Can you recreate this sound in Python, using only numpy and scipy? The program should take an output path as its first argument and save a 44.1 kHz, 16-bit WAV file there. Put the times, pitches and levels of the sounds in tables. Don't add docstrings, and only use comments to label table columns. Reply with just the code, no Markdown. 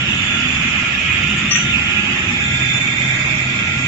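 import sys
import numpy as np
from scipy import signal
from scipy.io import wavfile
from scipy.ndimage import uniform_filter1d

SR = 44100
rng = np.random.default_rng(int(sys.argv[2]) if len(sys.argv) > 2 else 0)


def generate_wav(sig):
    pcm = np.round(np.clip(np.atleast_2d(sig).T, -1, 1) * 32767).astype(np.int16)
    wavfile.write(sys.argv[1], SR, pcm)


def natural_amplitude(level_db):
    exponent = np.asarray(level_db, float) / 20
    return 10 ** exponent


N = 170667

DROP_S, BOUNCE_S = 1.509, 1.550


def read(points, at):
    x, value = np.transpose(points)
    return np.interp(at, x, value)


def tracks(points, at):
    x, *lanes = np.transpose(points)
    return [np.interp(at, x, lane) for lane in lanes]


def pair(left_db, right_db):
    return np.array([[left_db], [right_db]])


def drift(rate_hz, shape):
    lowpass = signal.butter(2, rate_hz, fs=SR / 256, output="sos")
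    x = signal.sosfilt(lowpass, rng.standard_normal(shape), axis=-1)
    return x / x.std()


def resonate(x, hz, width):
    turn = np.exp(2j * np.pi * np.cumsum(hz * np.ones(N)) / SR)
    r = np.exp(-np.pi * width / SR)
    once = signal.lfilter([1], [1, -r], x / turn)
    y = (turn * signal.lfilter([1], [1, -r], once)).real
    return y / y.std()


def noise_field(channels, patchy_db, swell_db):
    # (centre [Hz], width [Hz], depth [dB], start [s])
    notches = [
        (2920, 140, 10, 2.2),
        (1780, 65, 10, 2.4),
        (1520, 60, 3, 1.6),
    ]
    rise_s = .3
    white = rng.standard_normal((channels, N)) * np.sqrt(SR / 2)
    hz, t, z = signal.stft(white, SR, nperseg=1024, noverlap=768)
    hz = hz[:, None]
    patches = uniform_filter1d(drift(14.7, (len(hz), len(t))), size=9, axis=0)
    for notch_hz, width, depth_db, start in notches:
        dip = np.exp(-((hz - notch_hz) / width) ** 2)
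        z = z * natural_amplitude(-depth_db * dip * np.clip((t - start) / rise_s, 0, 1))
    return hz, t, z * natural_amplitude(patchy_db * patches / patches.std() + swell_db * drift(2.13, len(t)))


def sound_of(z):
    return signal.istft(z, SR, nperseg=1024, noverlap=768)[1][:, :N]


def tones(table, same, clean):
    spot_gain_db, spot_length_s = 6.5, 0.62
    out, t = np.zeros((2, N)), np.arange(N) / SR
    share = np.clip(same, 0, 1)
    for hz, width, left_db, right_db, spot_s in table:
        a, b = (resonate(rng.standard_normal(N), hz, width) for _ in range(2))
        halo = np.array([share * a + np.sqrt(1 - share ** 2) * b, a])
        sine = np.sin(2 * np.pi * (hz * t + rng.random()))
        spot_db = spot_gain_db * np.exp(-((t - spot_s) / spot_length_s) ** 2)
        out += natural_amplitude(pair(left_db, right_db) + spot_db) * (halo + clean * sine)
    return out


def hall():
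    # (frequency [Hz], level [dB per Hz])
    roar = [(250, -67), (400, -67.5), (950, -68), (1900, -55.5), (2900, -61.5), (3480, -60.5), (3800, -74),
            (7600, -72)]
    # (frequency [Hz], left minus right [dB])
    balance = [(500, 1.5), (1500, -2.5), (2600, 9), (4000, 1), (6000, 2.5), (7300, 6.5)]
    hz, t, z = noise_field(channels=2, patchy_db=2.5, swell_db=0.27)
    side = read(balance, hz) / 2
    return sound_of(z * natural_amplitude(read(roar, hz) + np.array([side, -side])))


def duct():
    return natural_amplitude(-43) * np.array([resonate(rng.standard_normal(N), hz=3840, width=180) for _ in range(2)])


def rumble():
    # (frequency [Hz], level [dB per Hz])
    spectrum = [(20, -82.5), (55, -56.5), (75, -58), (130, -48), (240, -53.5), (350, -61.5), (420, -75),
                (600, -117.5)]
    hz, t, z = noise_field(channels=1, patchy_db=0.5, swell_db=1.26)
    return sound_of(z * natural_amplitude(read(spectrum, hz)))


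def hum():
    # (time [s], level [dB])
    levels = [
        (0, -29),
        (.3, -37),
        (2.36, -42),
        (2.53, -22),
        (2.7, -25),
        (2.83, -33),
        (3.06, -24),
        (3.28, -30),
        (3.5, -26),
        (3.87, -30),
    ]
    hum_hz = 128.8
    t = np.arange(N) / SR
    line = np.sin(2 * np.pi * hum_hz * t) + .4 * resonate(rng.standard_normal(N), hum_hz, width=5.7)
    return natural_amplitude(read(levels, t)) * line


def frame_tones():
    # (frequency [Hz], width [Hz], left [dB] (unused), right [dB] (serves both ports), loud spot
    # [s])
    lines = [
        (71, 3.4, -35, -40.5, 1.9),
        (90.8, 5.4, -37, -40, 0.98),
        (167.7, 4.5, -41, -53, 0.42),
        (207.8, 9.1, -37, -38.5, 1.74),
        (249.6, 5, -41, -41, 0.39),
        (351.7, 15, -50, -48.5, 2.2),
    ]
    return tones(lines, same=0.96, clean=0.34)[1]


def gear_tones():
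    # (frequency [Hz], width [Hz], left [dB], right [dB], loud spot [s])
    lines = [
        (624, 20, -57.5, -51, 3.3),
        (830, 22, -56, -48, 2.2),
        (1297, 5, -47, -45.5, 1.2),
        (1346, 6, -52, -50, .4),
        (2462, 26, -39, -30.5, 1),
    ]
    return tones(lines, same=.6, clean=.4)


def belt():
    # (start [Hz], sag [Hz/s], width [Hz], left [dB], right [dB])
    lines = [
        (1396, -.6, 5, -29.5, -35.5),
        (1673, 7.5, 9, -37, -37),
    ]
    # (time [s], lower line [dB], upper line [dB])
    seam = [(0, 3, 2), (.13, -8, 2), (.4, 5, 1), (.52, -8, -7), (.85, 2, -3), (1.05, -9, 2), (1.25, 3, -8),
            (1.48, -8, -9), (1.72, 4, -5), (1.95, 0, 1), (2.27, -11, -7), (2.45, -2, 4), (2.75, -3, 4),
            (3, -8, 2), (3.2, -6, 1), (3.38, -13, -12), (3.6, 1, -8), (3.87, -2, -6)]
    out, t = np.zeros((2, N)), np.arange(N) / SR
    for load_db, (start_hz, sag, width, left_db, right_db) in zip(tracks(seam, t), lines):
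        hz = start_hz - sag * t
        sine = np.sin(2 * np.pi * np.cumsum(hz) / SR)
        line = sine + .25 * resonate(rng.standard_normal(N), hz, width)
        out += natural_amplitude(pair(left_db, right_db) + load_db) * line
    return out


def squeal():
    # (time [s], pitch [Hz], right [dB], left minus right [dB], overtone [dB])
    course = [(0, 3726, -39.5, -4, -12), (0.302, 3442, -24, -16.5, -14), (0.699, 3477, -35, -5, -7),
              (0.898, 3625, -47, 1.5, -12), (1.401, 3522, -31, -0.5, -7), (1.618, 3624, -45.5, 8, 1.5),
              (1.71, 3540, -24, 0, -16.5), (1.801, 3600, -65, -26, 15.5), (2.152, 3560, -39.5, 1, -4),
              (2.401, 3548, -29, -7, -11.5), (2.75, 3517, -22.5, -6, -14), (3.052, 3565, -33, 3.5, -6),
              (3.401, 3526, -33, -4, -7.5), (3.87, 3540, -45, 9.5, 0.5)]
    width, side_hz, side_db = 45, 55, -4.5
    hz, db, left_db, over_db = tracks(course, np.arange(N) / SR)
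    gusts = natural_amplitude(4. * np.tanh(np.repeat(drift(10., N // 256 + 1), 256)[:N]))
    out = []
    for pan_db, over_pan_db in ((left_db, 4), (0, 0)):
        a, b, c = rng.standard_normal((3, N))
        whistle = resonate(a, hz, width) + natural_amplitude(side_db) * resonate(b, hz + side_hz, width)
        overtone = resonate(c, 2 * hz, 210.0) * gusts
        out.append(natural_amplitude(db + pan_db) * whistle + natural_amplitude(db + over_db + over_pan_db) * overtone)
    return np.array(out)


def knocks():
    # (low edge [Hz], high edge [Hz])
    blow_band = [1700, 3800]
    click_db = [
        [-14],
        [0],
    ]
    knock_db, knock_t60 = -24, .04
    click_s, click_hz, click_width_s = 1.557, 2460, .0005
    t = np.arange(N) / SR
    shape = sum((t > s) * natural_amplitude(knock_db - 60 * np.maximum(t - s, 0) / knock_t60) for s in (DROP_S, BOUNCE_S))
    bandpass = signal.butter(2, blow_band, "bandpass", fs=SR, output="sos")
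    blow = signal.sosfilt(bandpass, rng.standard_normal((2, N)))
    pulse = np.exp(-((t - click_s) / click_width_s) ** 2) * np.cos(2 * np.pi * click_hz * (t - click_s))
    return shape * blow / blow.std() + natural_amplitude(np.array(click_db)) * pulse


def steel():
    mode_hz = [1190, 1880, 2729, 3110, 3540, 4791, 5276, 5600, 5896, 5973, 6190, 7149, 7237]
    # (left [dB], right [dB], t60 [s], bounce [dB])
    modes = [(-22, -24, .14, -8), (-15, -17, .12, 4), (-10, -13, .1, -2), (-25, -25, .14, -3),
             (-18, -19, .1, 0), (-20, -22, .14, -8), (-26, -38, .08, -10), (-19, -30, .3, -6),
             (-8, -29, .36, -13), (-16, -34, .6, -1), (-32, -50, .15, 4), (-45, -55, .3, 19),
             (-42, -55, .3, 22)]
    strike_s, port_lag_s = .005, .000106
    damp_db, damp_s = -9, .02
    rest_s, settle_s = 1.63, .06
    out, first = np.zeros((2, N)), round(DROP_S * SR)
    now = np.arange(first, first + SR // 4) / SR
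    damping_db = damp_db * np.clip((now - BOUNCE_S) / damp_s, 0, 1)
    settling = np.clip(1 - (now - rest_s) / settle_s, 0, 1)
    for hz, (left_db, right_db, t60, bounce_db) in zip(mode_hz, modes):
        for start, db in ((DROP_S, damping_db), (BOUNCE_S, bounce_db)):
            t = np.maximum(now - start - np.array([[0], [port_lag_s]]), 0)
            ring = np.minimum(t / strike_s, 1) * natural_amplitude(db - 60 * t / t60) * np.sin(2 * np.pi * hz * t)
            out[:, first:first + len(now)] += natural_amplitude(pair(left_db, right_db)) * ring * settling
    return out


def machine():
    # (time [s], blade phase lead [rad], casing phase lead [rad], blade hump [Hz], upper blades left [dB])
    turn = [
        (0, 2.85, 0.62, 2670, 5),
        (.6, 2.7, 0.54, 2550, -5.5),
        (1, 1.6, 2.3, 2550, 1),
        (1.4, 1.5, 1.5, 2550, -1),
        (1.799, 2.54, 1.2, 2550, 7.5),
        (2.2, 3.2, 1.9, 2550, 3),
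        (2.6, 3.0, 4, 2430, 7.5),
        (3, 3.4, 2.2, 2273, 4),
        (3.87, 3.6, 3, 2400, 5.5),
    ]
    # (frequency [Hz], level [dB per Hz])
    casing_spectrum = [(520, -100.5), (620, -67.5), (950, -72), (1250, -60.5), (1400, -59.5), (1510, -66.5),
                       (1720, -59.5), (2000, -83)]
    # (frequency from hump [Hz], level [dB per Hz])
    blade_spectrum = [(-1000, -73), (-500, -51), (-150, -46.5), (-2, -43), (165, -46), (515.5, -51),
                      (904, -57), (1308.5, -89.5)]
    blades_left_db, casing_left_db = -16, -6.5
    hz, t, z = noise_field(channels=2, patchy_db=1.6, swell_db=.35)
    blade_rad, casing_rad, hump_hz, upper_db = tracks(turn, t)
    rolloff_db = .05 * np.maximum(hz - 3550, 0)
    blades = z[0] * natural_amplitude(read(blade_spectrum, hz - hump_hz) - rolloff_db)
    casing = z[1] * natural_amplitude(read(casing_spectrum, hz))
    upper = np.clip((hz - 2550) / 170, 0, 1)
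    left = blades * natural_amplitude(blades_left_db + upper_db * upper) + casing * natural_amplitude(casing_left_db)
    right = blades * np.exp(1j * blade_rad) + casing * np.exp(1j * casing_rad * hz / 1700)
    return sound_of(np.array([left, right]))


def scene():
    frame = rumble() + hum() + frame_tones()
    drives = gear_tones() + belt() + squeal()
    return hall() + duct() + frame + drives + knocks() + steel() + machine()


def masked(x):
    band_bins, low_bin, top_hz = 4, 30, 7590
    mask_db, spread_db, dip_db, jitter_db = 10, 2, 6., 2.
    mid_side = np.array([x[0] + x[1], x[0] - x[1]]) / 2
    hz, t, z = signal.stft(mid_side, SR, nperseg=2048, noverlap=1024, window="cosine")
    power = uniform_filter1d(abs(z[:, :-1]) ** 2, size=2, axis=2)
    power = power.reshape(2, -1, band_bins, len(t)).mean(2)
    db = 10 * np.log10(power + 1e-20)
    loudest = db.max(0)
    near = np.max([np.roll(loudest, k, 0) - spread_db * abs(k) for k in range(-3, 3)], 0) - mask_db
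    wide = uniform_filter1d(loudest, size=7, axis=0) - dip_db
    mood = uniform_filter1d(rng.standard_normal(db.shape[1:]), size=2, axis=0)
    mood = uniform_filter1d(mood, size=3, axis=1)
    threshold = np.maximum(near, wide) + jitter_db * mood / mood.std()
    keep = np.repeat(db > threshold, band_bins, axis=1)
    keep[0, :low_bin] = keep[1, 14:low_bin] = True
    z[:, :-1] *= keep * (hz[:-1, None] < top_hz)
    mid, side = signal.istft(z, SR, nperseg=2048, noverlap=1024, window="cosine")[1][:, :N]
    return np.array([mid + side, mid - side])


def low_pass(x):
    return signal.sosfilt(signal.butter(12, 8610, fs=SR, output="sos"), x)


def record(dry):
    mix = np.clip(masked(dry), -1.0, 1.0)
    return low_pass(mix)


dry = scene()
out = record(dry)
generate_wav(out)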